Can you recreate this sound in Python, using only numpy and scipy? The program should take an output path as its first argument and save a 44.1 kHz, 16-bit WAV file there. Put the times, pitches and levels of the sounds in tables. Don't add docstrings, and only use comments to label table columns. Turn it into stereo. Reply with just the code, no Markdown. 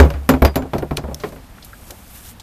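import sys
import numpy as np
from scipy import signal
from scipy.fft import rfft, irfft, next_fast_len
from scipy.io import wavfile

SR = 44100
rng = np.random.default_rng(int(sys.argv[2]) if len(sys.argv) > 2 else 0)


def waveform_to_disk(signal):
    frames = np.transpose(np.atleast_2d(signal))
    scaled = np.clip(frames, -1, 1) * 32767
    samples = np.round(scaled).astype(np.int16)
    wavfile.write(sys.argv[1], SR, samples)


N = 106854


def from_db(db):
    return 10 ** (np.asarray(db) / 20)


def unit_rms(x):
    return x / np.sqrt(np.mean(x ** 2) + 1e-20)


def at_hz(points, hz):
    point_hz, values = np.transpose(points)
    return np.interp(np.log(hz), np.log(point_hz), values)


def decay(t60, size):
    return from_db(-60 * np.arange(size) / SR / np.maximum(t60, .003))


def band(x, low_hz, high_hz):
    sos = signal.butter(2, [low_hz, min(high_hz, .45 * SR)], "band", fs=SR, output="sos")
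    return signal.sosfilt(sos, x)


def add(out, start_s, sound):
    i = int(start_s * SR)
    out[i:i + len(sound)] += sound[:N - i]


def drift(rate_hz):
    step, settle = 40, 2000
    pole = np.exp(-2 * np.pi * step * rate_hz / SR)
    white = rng.standard_normal(N // step + settle + 2)
    slow = signal.lfilter([1], [1, -2 * pole, pole ** 2], white)[settle:]
    return np.interp(np.arange(N) / step, np.arange(len(slow)), unit_rms(slow))


# frequency in Hz, left-right correlation.
LIKENESS = [(60, 0.98), (240, 0.97), (920, 0.93), (3620, 0.79), (14200, 0.64)]
def diffuse_noise(spectrum, white, flicker_db):
    out, together = 0, drift(rate_hz=20)
    edges_hz = 20 * 2 ** np.arange(0, 9.6, .5)
    for k, (low, high) in enumerate(zip(edges_hz, edges_hz[1:])):
        centre_hz = np.sqrt(low * high)
        mid, side = band(white[k % 2], low, high)
        alike = at_hz(LIKENESS, centre_hz)
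        gain = from_db(at_hz(spectrum, centre_hz) + flicker_db * (together + drift(rate_hz=20)))
        out += gain * (np.sqrt(1 + alike) * mid + np.sqrt(1 - alike) * side * [[1], [-1]])
    return unit_rms(out)


# frequency in Hz, relative density in dB.
RUMBLE_SPECTRUM = [(13, -32), (22, -2.5), (81, 2.5), (143, -18), (183, -6.5), (448, -22.5), (621, -15.5),
                   (837, -18.5), (1100, -21), (2000, -25), (14500, -44)]
def distant_rumble():
    white = rng.standard_normal((2, 2, N))
    return from_db(-41) * diffuse_noise(RUMBLE_SPECTRUM, white, flicker_db=-.7)


# time in seconds, level in dB.
RUSTLE_LEVELS = [(0, -44), (.15, -54), (.7, -59), (.77, -51), (.88, -57), (1.1, -57), (1.21, -49),
                 (1.4, -56), (1.56, -55), (1.66, -49), (1.81, -50), (1.88, -45), (1.96, -49), (2.1, -47),
                 (2.17, -41.5), (2.22, -45), (2.26, -40), (2.31, -41), (2.345, -58), (2.42, -55)]
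# frequency in Hz, relative density in dB.
RUSTLE_SPECTRUM = [(1500, -2.5), (2100, -5), (3400, -2.5), (5400, -7), (7100, 3.5), (9500, -3), (12300, 0),
                   (14500, .5)]
def wrapper_rustle(crinkles_per_s=3000, spread_db=3):
    shape = (2, 2, N)
    happens = rng.random(shape) < crinkles_per_s / SR
    sizes = from_db(spread_db * np.minimum(rng.exponential(1, shape), 3))
    crinkles = unit_rms(happens * sizes * rng.choice([-1, 1], shape))
    white = np.sqrt(.5) * (crinkles + rng.standard_normal(shape))
    level_db = np.interp(np.arange(N) / SR, *np.transpose(RUSTLE_LEVELS))
    return from_db(level_db) * diffuse_noise([(700, -30)] + RUSTLE_SPECTRUM, white, flicker_db=.9)


# start in seconds, peak in dB, centre in Hz, width in octaves, t60 in seconds.
SNAPS_AND_TAPS = [(0.9672, -23, 6500, 1.4, 0.034), (0.9705, -10.5, 7100, 1.4, 0.013),
                  (0.9713, -9.5, 2740, 1.1, 0.009), (1.145, -16.5, 5680, 0.33, 0.015),
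                  (1.145, -13.5, 9000, 4.5, 0.0072), (1.288, -31.5, 5100, 1.8, 0.04),
                  (1.583, -32.5, 1250, 1.26, .03), (1.625, -31, 4100, 0.76, 0.064),
                  (1.647, -21, 10500, 1.7, 0.043), (1.731, -29.5, 1520, 0.24, 0.031),
                  (1.901, -30.5, 420, 1.75, 0.21), (1.9063, -17.5, 4470, 3.1, 0.032),
                  (2.398, -24.5, 4800, 1.6, 0.046), (2.398, -38.5, 800, 0.23, 0.028)]
def snaps_and_taps(click_strength=.5):
    out, size = np.zeros(N), SR // 8
    for start_s, peak_db, hz, octaves, t60 in SNAPS_AND_TAPS:
        burst = rng.standard_normal(size) * decay(t60, size)
        burst[0] += click_strength * np.sqrt(SR / hz / octaves)
        snap = band(burst, hz / 2 ** (octaves / 2), hz * 2 ** (octaves / 2))
        add(out, start_s, from_db(peak_db) * snap / np.max(np.abs(snap)))
    return out


# pitch in Hz, level in dB, t60 in seconds, family (0 lower, 1 upper).
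CLASP_MODES = [(4850, 0, .13, 0), (4890, -6, .1, 0), (5900, -3, .05, 0), (9530, -12, .1, 0),
               (7195, 1, .14, 1), (7250, -5, .09, 1), (10730, -8, .08, 1)]
# start in seconds, levels of the lower and upper family in dB.
CLASP_TINKLES = [(.008, -36, -39), (.135, -49, -61), (.293, -55, -26), (.452, -24, -52), (.559, -58, -29.5),
                 (.622, -71, -49)]
def clasp(rattle_db=2.5, rattle_hz=120):
    out, size = np.zeros(N), SR // 2
    t = np.arange(size) / SR
    for start_s, *family_db in CLASP_TINKLES:
        for hz, db, t60, family in CLASP_MODES:
            ring = np.sin(2 * np.pi * hz * t) * decay(t60, size)
            add(out, start_s, from_db(db + family_db[int(family)]) * ring)
    return out * from_db(rattle_db * drift(rattle_hz))


# low and high edge in Hz, level in dB,
# t60 in seconds, relative level of a slower tail in dB, its t60 in seconds.
CONTACT_BANDS = [(104.5, 690, -6, 0.17, -8.5, 0.26), (580, 2250, -4.5, 0.047, -8.5, 0.15),
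                 (2400, 7200, -1, 0.014, -3, 0.11), (10500, 14200, -4, 0.037, -15.5, 0.13)]
def contact_noises(skirt=1.6):
    return [unit_rms(band(band(rng.standard_normal(N + SR // 2), low, high), low / skirt, high * skirt))
            for low, high, *_ in CONTACT_BANDS]


def contact(t, noises, levels_db, stretches, rise_cycles=.23):
    out = 0
    for row, noise, level_db, stretch in zip(CONTACT_BANDS, noises, levels_db, stretches):
        low_hz, _, band_db, t60, tail_db, tail_t60 = row
        rise = (1 - np.exp(-t * low_hz / rise_cycles)) ** 2
        fall = decay(t60 * stretch, len(t)) + from_db(tail_db) * decay(tail_t60 * stretch, len(t))
        out += from_db(level_db + band_db) * noise[:len(t)] * rise * fall
    return out


# pitch in Hz, level in dB, t60 in seconds.
WALL_MODES = [(100.3, -6.5, 0.11), (147.9, -13, 0.37), (191.2, -22, 0.38), (244, -12, 0.16),
              (262, -12, 0.23), (341, -15, 0.21), (398, -10.5, 0.12), (441.7, -12.5, .11), (568.4, -6, 0.1),
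              (663, -9, 0.13), (776, -13, 0.18), (947, -19.5, 0.15), (1134, -15, 0.12),
              (1400, -17.5, 0.052)]
def wall_ring(t, ring_db, clatter_db, stretch, spot_hz, luck, spread_db=3.5, detune=.014):
    hz, mode_db, t60 = np.transpose(WALL_MODES)[:, :, None]
    level_luck, pitch_luck = luck
    octaves_below = np.log2(spot_hz / hz)
    near = np.exp(-(octaves_below / .13) ** 2)
    blow_db = at_hz([(300, ring_db), (1200, clatter_db)], hz) + spread_db * level_luck
    spot_db = 11.5 * near + .5 * np.maximum(octaves_below, 0)
    tones = np.sin(2 * np.pi * hz * (1 + detune * pitch_luck) * t)
    rise = 1 - np.exp(-t * hz / .49)
    fall = decay(t60 * stretch * (1 + .2 * near), len(t))
    return (from_db(mode_db + blow_db + spot_db) * tones * rise * fall).sum(axis=0)


def tub_boom(t, db, stretch, hz=69.5, t60=.2, rise_s=.0066, stiffening=.03):
    swing = from_db(db) * decay(t60 * stretch, len(t)) * (1 - np.exp(-t / rise_s))
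    return swing * np.sin(2 * np.pi * hz * np.cumsum(1 + stiffening * swing) / SR)


# start in seconds, levels of boom, ring,
# clatter, crack and sizzle in dB, length factors of boom, ring and crack, the spot's pitch in Hz.
BIN_KNOCKS = [(0.0, 12, 6, -1, -12, -17, .93, 0.7, 0.92, 417.6),
              (.021, -39, -45, -24, -54, -30, .9, 3.3, 1, 190),
              (0.048, -26, -14.5, -41, -45, -42, .7, 0.66, 1.2, 147),
              (0.1027, -18, -28.5, -25, -35, -35.5, 3.1, 0.71, 0.72, 564),
              (0.138, -11.5, -33.5, -35, -46.5, -56, 2.83, 2.56, .9, 136),
              (0.2907, -21, -4, -5, -16, -8.5, 2.9, 0.9, 0.91, 249.6),
              (.337, -7, -16.5, -19, -43, -39, 0.61, 0.84, 1.6, 351),
              (0.4204, 4.5, 2.5, -7, -28.5, -19, 0.68, 0.52, 1.06, 229),
              (.449, 7.5, -10.5, -4, -19.5, -13, 0.23, 0.66, 0.83, 552),
              (.476, -15, -27, -24.5, -55, -43, 1.3, 0.87, .62, 400),
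              (.543, -29, -54, -35, -60, -53, 1.4, 0.53, 0.9, 398),
              (.557, -18, -10.5, -16.5, -25.5, -15.5, 2.4, 1.13, 0.92, 253),
              (.622, -9.5, -23, -29.5, -44, -45, 0.37, 0.6, 0.52, 260),
              (0.652, -40, -21, -62, -71, -69, 0.71, 0.32, .82, 335),
              (.734, -48, -8, -13, -42, -40, .82, 0.45, 2.4, 854),
              (.75, -44, -17, -35, -61, -60, .8, 0.99, 1, 240),
              (.782, -13, -23.5, -27.5, -32, -31.5, 0.35, 0.83, 0.61, 153),
              (.824, -23, -11.5, -24, -64, -37.5, 1.3, 0.47, .9, 360),
              (.909, -8.5, -13.5, -23, -49, -44.5, 0.45, 0.75, 2, 164),
              (0.9778, -10, -20.5, -26.5, -31.5, -37, 0.25, 1.1, 0.95, 401),
              (1.038, -15, -22.5, -37, -62, -47, 0.81, 0.81, 0.64, 409),
              (1.079, -24.5, -23, -37, -68, -61, 1.3, 0.7, .62, 400),
              (1.11, -24, -26, -43.5, -70, -69, 1.4, 1.02, .9, 157.5),
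              (1.199, -32, -43, -39.5, -41, -46, .83, 2, 3.2, 530),
              (1.236, -31, -18.5, -18.5, -46, -45, 0.92, 1.01, 2, 446),
              (1.322, -41, -31.5, -37, -52, -43, 1, 0.83, 1, 433),
              (1.36, -52, -40.5, -38.5, -63, -53, 1.1, 1.17, 0.97, 266)]
def bin_knocks():
    out, t = np.zeros(N), np.arange(SR // 2) / SR
    noises = np.array(contact_noises())
    for start_s, boom_db, *levels_db, boom_stretch, ring_stretch, crack_stretch, spot_hz in BIN_KNOCKS:
        ring_db, clatter_db = levels_db[:2]
        luck = rng.standard_normal((2, len(WALL_MODES), 1))
        boom = tub_boom(t, boom_db, boom_stretch)
        ring = wall_ring(t, ring_db, clatter_db, ring_stretch, spot_hz, luck)
        stretches = [ring_stretch, ring_stretch, crack_stretch, crack_stretch]
        crack = contact(t, noises[:, int(start_s * SR):], levels_db, stretches)
        add(out, start_s, boom + ring + crack)
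    return out


# frequency in Hz, lead of the left port in radians.
PORT_LEAD = [(500, 0.042), (2200, 0.77), (4800, 1.67), (8000, 1.55), (14000, 1)]
# frequency in Hz, left level minus right in dB.
PORT_BALANCE = [(60, 2), (370, 1.5), (680, 1.1), (2290, -0.5), (4210, 1.5), (7730, 1.5), (14200, -2.5)]
def microphone_ports(near, echo_db=-9, echo_t60=.015):
    size = next_fast_len(N + SR // 2)
    hz = np.maximum(np.arange(size // 2 + 1) * SR / size, 1)
    left = np.sqrt(from_db(at_hz(PORT_BALANCE, hz))) * np.exp(.5j * at_hz(PORT_LEAD, hz))
    echoes = band(rng.standard_normal((2, SR // 4)) * decay(echo_t60, SR // 4), 2160, 14500)
    echoes *= from_db(echo_db) / np.sqrt(np.sum(echoes ** 2, axis=1, keepdims=True))
    response = np.array([left, 1 / left]) + rfft(echoes, size)
    return irfft(rfft(near, size) * response, size)[:, :N]


def scene():
    rumble = distant_rumble()
    near = bin_knocks() + clasp() + snaps_and_taps()
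    return rumble + microphone_ports(near) + wrapper_rustle()


def record(dry, ceiling=.98, knee=4, cutoff_hz=14350):
    bright = dry + .36 * band(dry, 11700, 13900)
    overloaded = bright / (1 + np.abs(bright / ceiling) ** knee) ** (1 / knee)
    lowpass = signal.ellip(14, .5, 90, cutoff_hz, fs=SR, output="sos")
    return signal.sosfilt(lowpass, overloaded)


dry = scene()
out = record(dry)
waveform_to_disk(out)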